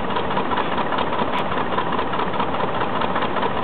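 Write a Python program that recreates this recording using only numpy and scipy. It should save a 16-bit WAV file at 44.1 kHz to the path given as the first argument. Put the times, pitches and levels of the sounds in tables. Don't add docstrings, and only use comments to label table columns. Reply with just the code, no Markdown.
import sys
import numpy as np
from scipy import signal
from scipy.fft import rfft, irfft
from scipy.io import wavfile

SR = 44100
rng = np.random.default_rng(int(sys.argv[2]) if len(sys.argv) > 2 else 0)


def wav_record(signal):
    frames = np.transpose(np.atleast_2d(signal))
    bounded = np.clip(frames, -1, 1)
    quanta = np.round(bounded * 32767).astype(np.int16)
    wavfile.write(sys.argv[1], SR, quanta)


N = 160083
SIZE, LEAD = 8192, 400

# t/s, then level changes of the crank knock/dB, crosshead knock/dB,
# return stroke/dB and clinks of the forward stroke/dB
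TURNS = [(-0.043, 3, 3, -0.5, 1.5), (0.1612, 0, -1.8, -1, 0.1), (0.366, 0.5, -1.3, 1.8, -2.1),
         (0.572, 0.8, 1.7, 0, -0.2), (0.7767, -1, 2, 2.5, -1.8), (0.983, -0.5, 0.5, 0.5, 1.4),
         (1.188, -2, 3.2, -0.1, -1.2), (1.3711, -8, -0.3, 1.4, -5.5), (1.5755, 0.1, 1.8, -2, -4.5),
         (1.78, 0.8, -4, 1, -3), (1.986, -1, -2.5, 2, -1.4), (2.191, 0.3, 0.2, -1.6, -2.6),
         (2.396, -0.2, 0.5, 0.5, -1.7), (2.6013, -1.6, 1.3, -0.2, -5.8), (2.807, 0.8, -3, 0, -3.4),
         (3.013, 1.1, 1.6, 4.1, 0.5), (3.2187, 1.5, -1.9, 2.7, 0.2), (3.4247, -0.2, 2, -0.8, -2.2),
         (3.63, -1, 0.0, 10, 5)]
# f/Hz, half width/Hz, relative level/dB
CRANK = [(189, 68, -9.5), (473, 88, -3.5), (905, 42, -1.5), (986, 77, -1.5), (1270, 90, -8),
         (1510, 190, -12.5), (1800, 151, -12), (2310, 110, -19), (2850, 91, -18), (3180, 300, -19),
         (3646, 175, -21)]
GEARS = [(540, 280, -18), (860, 29, -8), (1006, 55, -2), (1290, 95, -10), (1440, 45, -16),
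         (1770, 260, -20.5), (2700, 320, -11.5), (3440, 260, -13.5)]
CROSSHEAD = [(236, 45, -3.5), (459, 27, 2.5), (650, 390, -8.5), (925, 115, -4), (1160, 45, -5),
             (1270, 94, -15), (1680, 23, -10), (1940, 330, -19), (2445, 110, -13), (2820, 53, -21.5),
             (3235, 76, -11.5), (3600, 200, -20.5)]
VALVE = [(367, 87, -1), (626, 26, 2), (892, 350, -4.5), (974, 390, -15.5), (1210, 65, 3.5),
         (1710, 470, -18), (1857, 51, 0), (2720, 200, -20)]
PIN = [(256, 100, -9), (456.5, 260, -22.5), (608, 97, -4), (930, 380, -2.5), (1335, 50, 0),
       (1710, 48, -4.5), (1884, 25, -7.5), (2260, 160, -19), (2850, 52, -11.5), (3360, 220, -18.5)]


def amp(db):
    return 10 ** (np.asarray(db) / 20)


def evened(x):
    return x / np.sqrt(np.mean(x ** 2) + 1e-20)


def add(mix, s, sound):
    at = round(s * SR)
    sound = sound[max(-at, 0):]
    part = mix[max(at, 0):][:len(sound)]
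    part += sound[:len(part)]


def coloured(x, points):
    hz, db = np.transpose(points)
    f = np.fft.rfftfreq(len(x), 1 / SR)
    gain = amp(np.interp(np.log(f + 1), np.log(hz), db))
    return irfft(rfft(x) * gain, len(x))


def wander(hz):
    f = np.fft.rfftfreq(N, 1 / SR)
    lowpass = np.exp(-(f / hz) ** 2)
    return evened(irfft(rfft(rng.standard_normal(N)) * lowpass, N))


def whitened(x):
    phase = np.angle(rfft(x))
    return evened(irfft(np.exp(1j * phase), len(x)))


def response(modes):
    f = np.fft.rfftfreq(SIZE, 1 / SR)
    power = sum((amp(db) / (1 + ((f - hz) / width) ** 2)) ** 2 for hz, width, db in modes)
    gain = evened(np.sqrt(power))
    cepstrum = irfft(np.log(gain + 1e-5))
    cepstrum[1:SIZE // 2] *= 2
    cepstrum[SIZE // 2 + 1:] = 0
    return np.exp(rfft(cepstrum))


def rattle(rise_s, decay_s):
    tail_db, tail_s = -18, 0.0099
    t = np.maximum(np.arange(SIZE) - LEAD, 0) / SR
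    rise = np.minimum(t / rise_s, 1)
    decay = np.exp(-np.maximum(t - rise_s, 0) / decay_s)
    tail = amp(tail_db) * np.exp(-t / tail_s)
    return evened(rise * (decay + tail) * rng.standard_normal(SIZE))


def strikes(modes, times, levels_db, rise_s, decay_s, alike):
    slack_s, spread_db = .0006, 0.43
    out, body = np.zeros(N), response(modes)
    habit = whitened(rattle(rise_s, decay_s))
    scale = np.sqrt(.02 * SR / SIZE)
    for s, db in zip(times, levels_db):
        late, strong = rng.standard_normal(2)
        force = np.sqrt(alike) * habit + np.sqrt(1 - alike) * rattle(rise_s, decay_s)
        knock = evened(irfft(rfft(force) * body))
        start = s + slack_s * late - LEAD / SR
        add(out, start, scale * amp(db + spread_db * strong) * knock)
    return out


def knocks():
    # part, strength column, delay t/s, thud level/dB, thud rise/s, thud decay/s,
    # clink lag/s, clink level/dB, clink rise/s, clink decay/s
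    contacts = [ (CRANK, "crank", -.0065, -25, .004, .004, .0065, -33.5, 0.0011, 0.0028),
                (CRANK, "crank", 0.001997, -26, .001, 0.0077, 0.00097, -35, 0.00052, 0.0083),
                (GEARS, "crank", .002, -22, .003, 0.022, .014, -37.5, 0.0081, .006),
                (CROSSHEAD, "crosshead", .025, -22, .005, .008, 0.0061, -33, .003, .0035),
                (VALVE, "even", .083, -27.3, 0.007, 0.0051, .002, -50.5, 0.0026, .005),
                (PIN, "return", .138, -24, .009, 0.011, .002, -35, 0.0081, 0.011),
                (GEARS, "return", .157, -26.5, .009, 0.0055, 0.0034, -43, 0.0031, .008), ]
    clink_above_hz = 2100
    thud_alike, clink_alike = .6, .5
    times, crank, crosshead, back, clinks = np.transpose(TURNS)
    even = np.zeros(len(times))
    strength = {"crank": (crank, clinks), "crosshead": (crosshead, clinks),
                "return": (back, even), "even": (even, even)}
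    out = np.zeros(N)
    for (modes, column, delay, thud_db, rise, decay,
         lag, clink_db, clink_rise, clink_decay) in contacts:
        low = [m for m in modes if m[0] < clink_above_hz]
        high = [m for m in modes if m[0] >= clink_above_hz]
        thud, clink = strength[column]
        out += strikes(low, times + delay, thud_db + thud, rise, decay, thud_alike)
        out += strikes(high, times + delay + lag, clink_db + clink, clink_rise, clink_decay, clink_alike)
    return out


def gear_notes():
    notes = [(.003, 981, -22.5, .007, 0.024), (.160, 1006, -22, .008, 0.0062)]
    scatter_hz = 22
    out, t = np.zeros(N), np.arange(SIZE) / SR
    for start, *_ in TURNS:
        for delay, hz, db, rise, decay in notes:
            shape = np.minimum(t / rise, 1) * np.exp(-np.maximum(t - rise, 0) / decay)
            pitch = hz + scatter_hz * rng.standard_normal()
            add(out, start + delay, amp(db) * shape * np.sin(2 * np.pi * pitch * t))
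    return out


def rumble():
    # f/Hz, relative spectral level/dB
    colour = [(20, -36), (45, -24), (58, -18.5), (72, -4.5), (100, -5.5), (150, -3), (195, 3.5), (220, 0),
              (250, -0.5), (315, -1.5), (450, 0.5), (600, -0.5), (730, -4), (970, -0.5), (1300, -6),
              (1500, -12), (1850, -12), (2100, -16.5), (2800, -16), (3500, -19.5), (3800, -25), (4000, -31),
              (4250, -42.5), (4550, -64.5)]
    level_db, alike = -25.5, 0.37
    flutter_db, flutter_hz = 0.83, 56.3
    times = np.array([row[0] for row in TURNS])
    longest = round(np.diff(times).max() * SR) + 2
    teeth, turn = np.zeros(N), whitened(rng.standard_normal(longest))
    for start, end in zip(times, times[1:]):
        add(teeth, start, turn[:round((end - start) * SR)])
    drive = np.sqrt(alike) * teeth + np.sqrt(1 - alike) * rng.standard_normal(N)
    flutter = amp(flutter_db * wander(flutter_hz))
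    return amp(level_db) * evened(coloured(drive * flutter, colour))


def plates():
    # f/Hz, width/Hz, rms level/dB
    hums = [(120.5, 10, -45.5), (155.6, 10, -46), (193.6, 11, -41), (244.2, 12, -39.5), (265.9, 14, -42),
            (455, 9.3, -43), (600.6, 9.2, -42), (788, 13, -39), (964, 33, -40), (1524, 40, -49.5)]
    t, out = np.arange(N) / SR, np.zeros(N)
    for hz, width, db in hums:
        envelope = wander(width) + 1j * wander(width)
        hum = (np.exp(2j * np.pi * hz * t) * envelope).real
        out += amp(db) * evened(hum)
    return out


def puffs():
    # t/s, level/dB
    beats = [(.004, -32.5), (0.248, -30.5), (.506, -28), (.759, -33.5), (1.008, -34), (1.265, -33),
             (1.497, -28.5), (1.742, -39.5), (2.009, -29.5), (2.271, -33.5), (2.515, -31), (2.766, -30),
             (3.03, -34), (3.1, -47.5), (3.275, -37.5), (3.537, -29)]
    boom_hz, peak_s = 72.5, 0.011
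    out, t = np.zeros(N), np.arange(SIZE) / SR
    boom = t / peak_s * np.exp(1 - t / peak_s) * np.sin(2 * np.pi * boom_hz * t)
    for s, db in beats:
        add(out, s, amp(db) * boom)
    return out


def steam():
    # t/s, level/dB
    spit = [(.58, -60.5), (.63, -36), (0.741, -39.5), (.82, -60.5), (1.25, -59), (1.32, -44),
            (1.354, -30.5), (1.395, -27.5), (1.42, -39)]
    # f/Hz, relative spectral level/dB
    spit_colour = [(800, -13), (1600, -3.5), (2250, 10), (2700, 4.5), (3500, 4), (4000, -15.5), (4500, -24)]
    # start t/s, length/s, f/Hz, peak level/dB
    squeals = [(.61, .10, 3450, -39), (0.47, 0.15, 3595, -47.5), (.60, .14, 4900, -49),
               (1.7, 0.11, 3570, -43)]
    waver_hz, waver_rate_hz = 28, 120
    t, (at, db) = np.arange(N) / SR, np.transpose(spit)
    hiss = evened(coloured(rng.standard_normal(N), spit_colour))
    out = amp(np.interp(t, at, db, left=-np.inf, right=-np.inf)) * hiss
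    for start, length, hz, level_db in squeals:
        swell = np.sin(np.pi * np.clip((t - start) / length, 0, 1))
        pitch = hz + waver_hz * wander(waver_rate_hz)
        out += amp(level_db) * swell * np.sin(2 * np.pi * np.cumsum(pitch) / SR)
    return out


def tick():
    at_s, level_db, decay_s = 1.387, -19, .0002
    band_hz = (4000, 16000)
    out = np.zeros(N)
    add(out, at_s, amp(level_db) * np.exp(-np.arange(LEAD) / SR / decay_s))
    bandpass = signal.firwin(255, band_hz, pass_zero=False, window=("kaiser", 9), fs=SR)
    return signal.oaconvolve(out, bandpass, "same")


def scene():
    return (knocks() + gear_notes() + rumble() + plates() + puffs() + steam())[None]


def record(dry):
    # f/Hz, level/dB
    mic = [(20, -2.5), (40, -3), (58, -4.5), (70, -1), (3700, -0.5), (3950, -2.5), (4200, 1), (4400, -6.5),
           (4600, -20.5)]
    edge_hz, offset = 4640, -.0516
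    lowpass = signal.firwin(511, edge_hz, window=("kaiser", 9), fs=SR)
    sound = signal.oaconvolve(coloured(dry[0], mic), lowpass, "same")
    return (sound + tick() + offset)[None]


dry = scene()
out = record(dry)
wav_record(out)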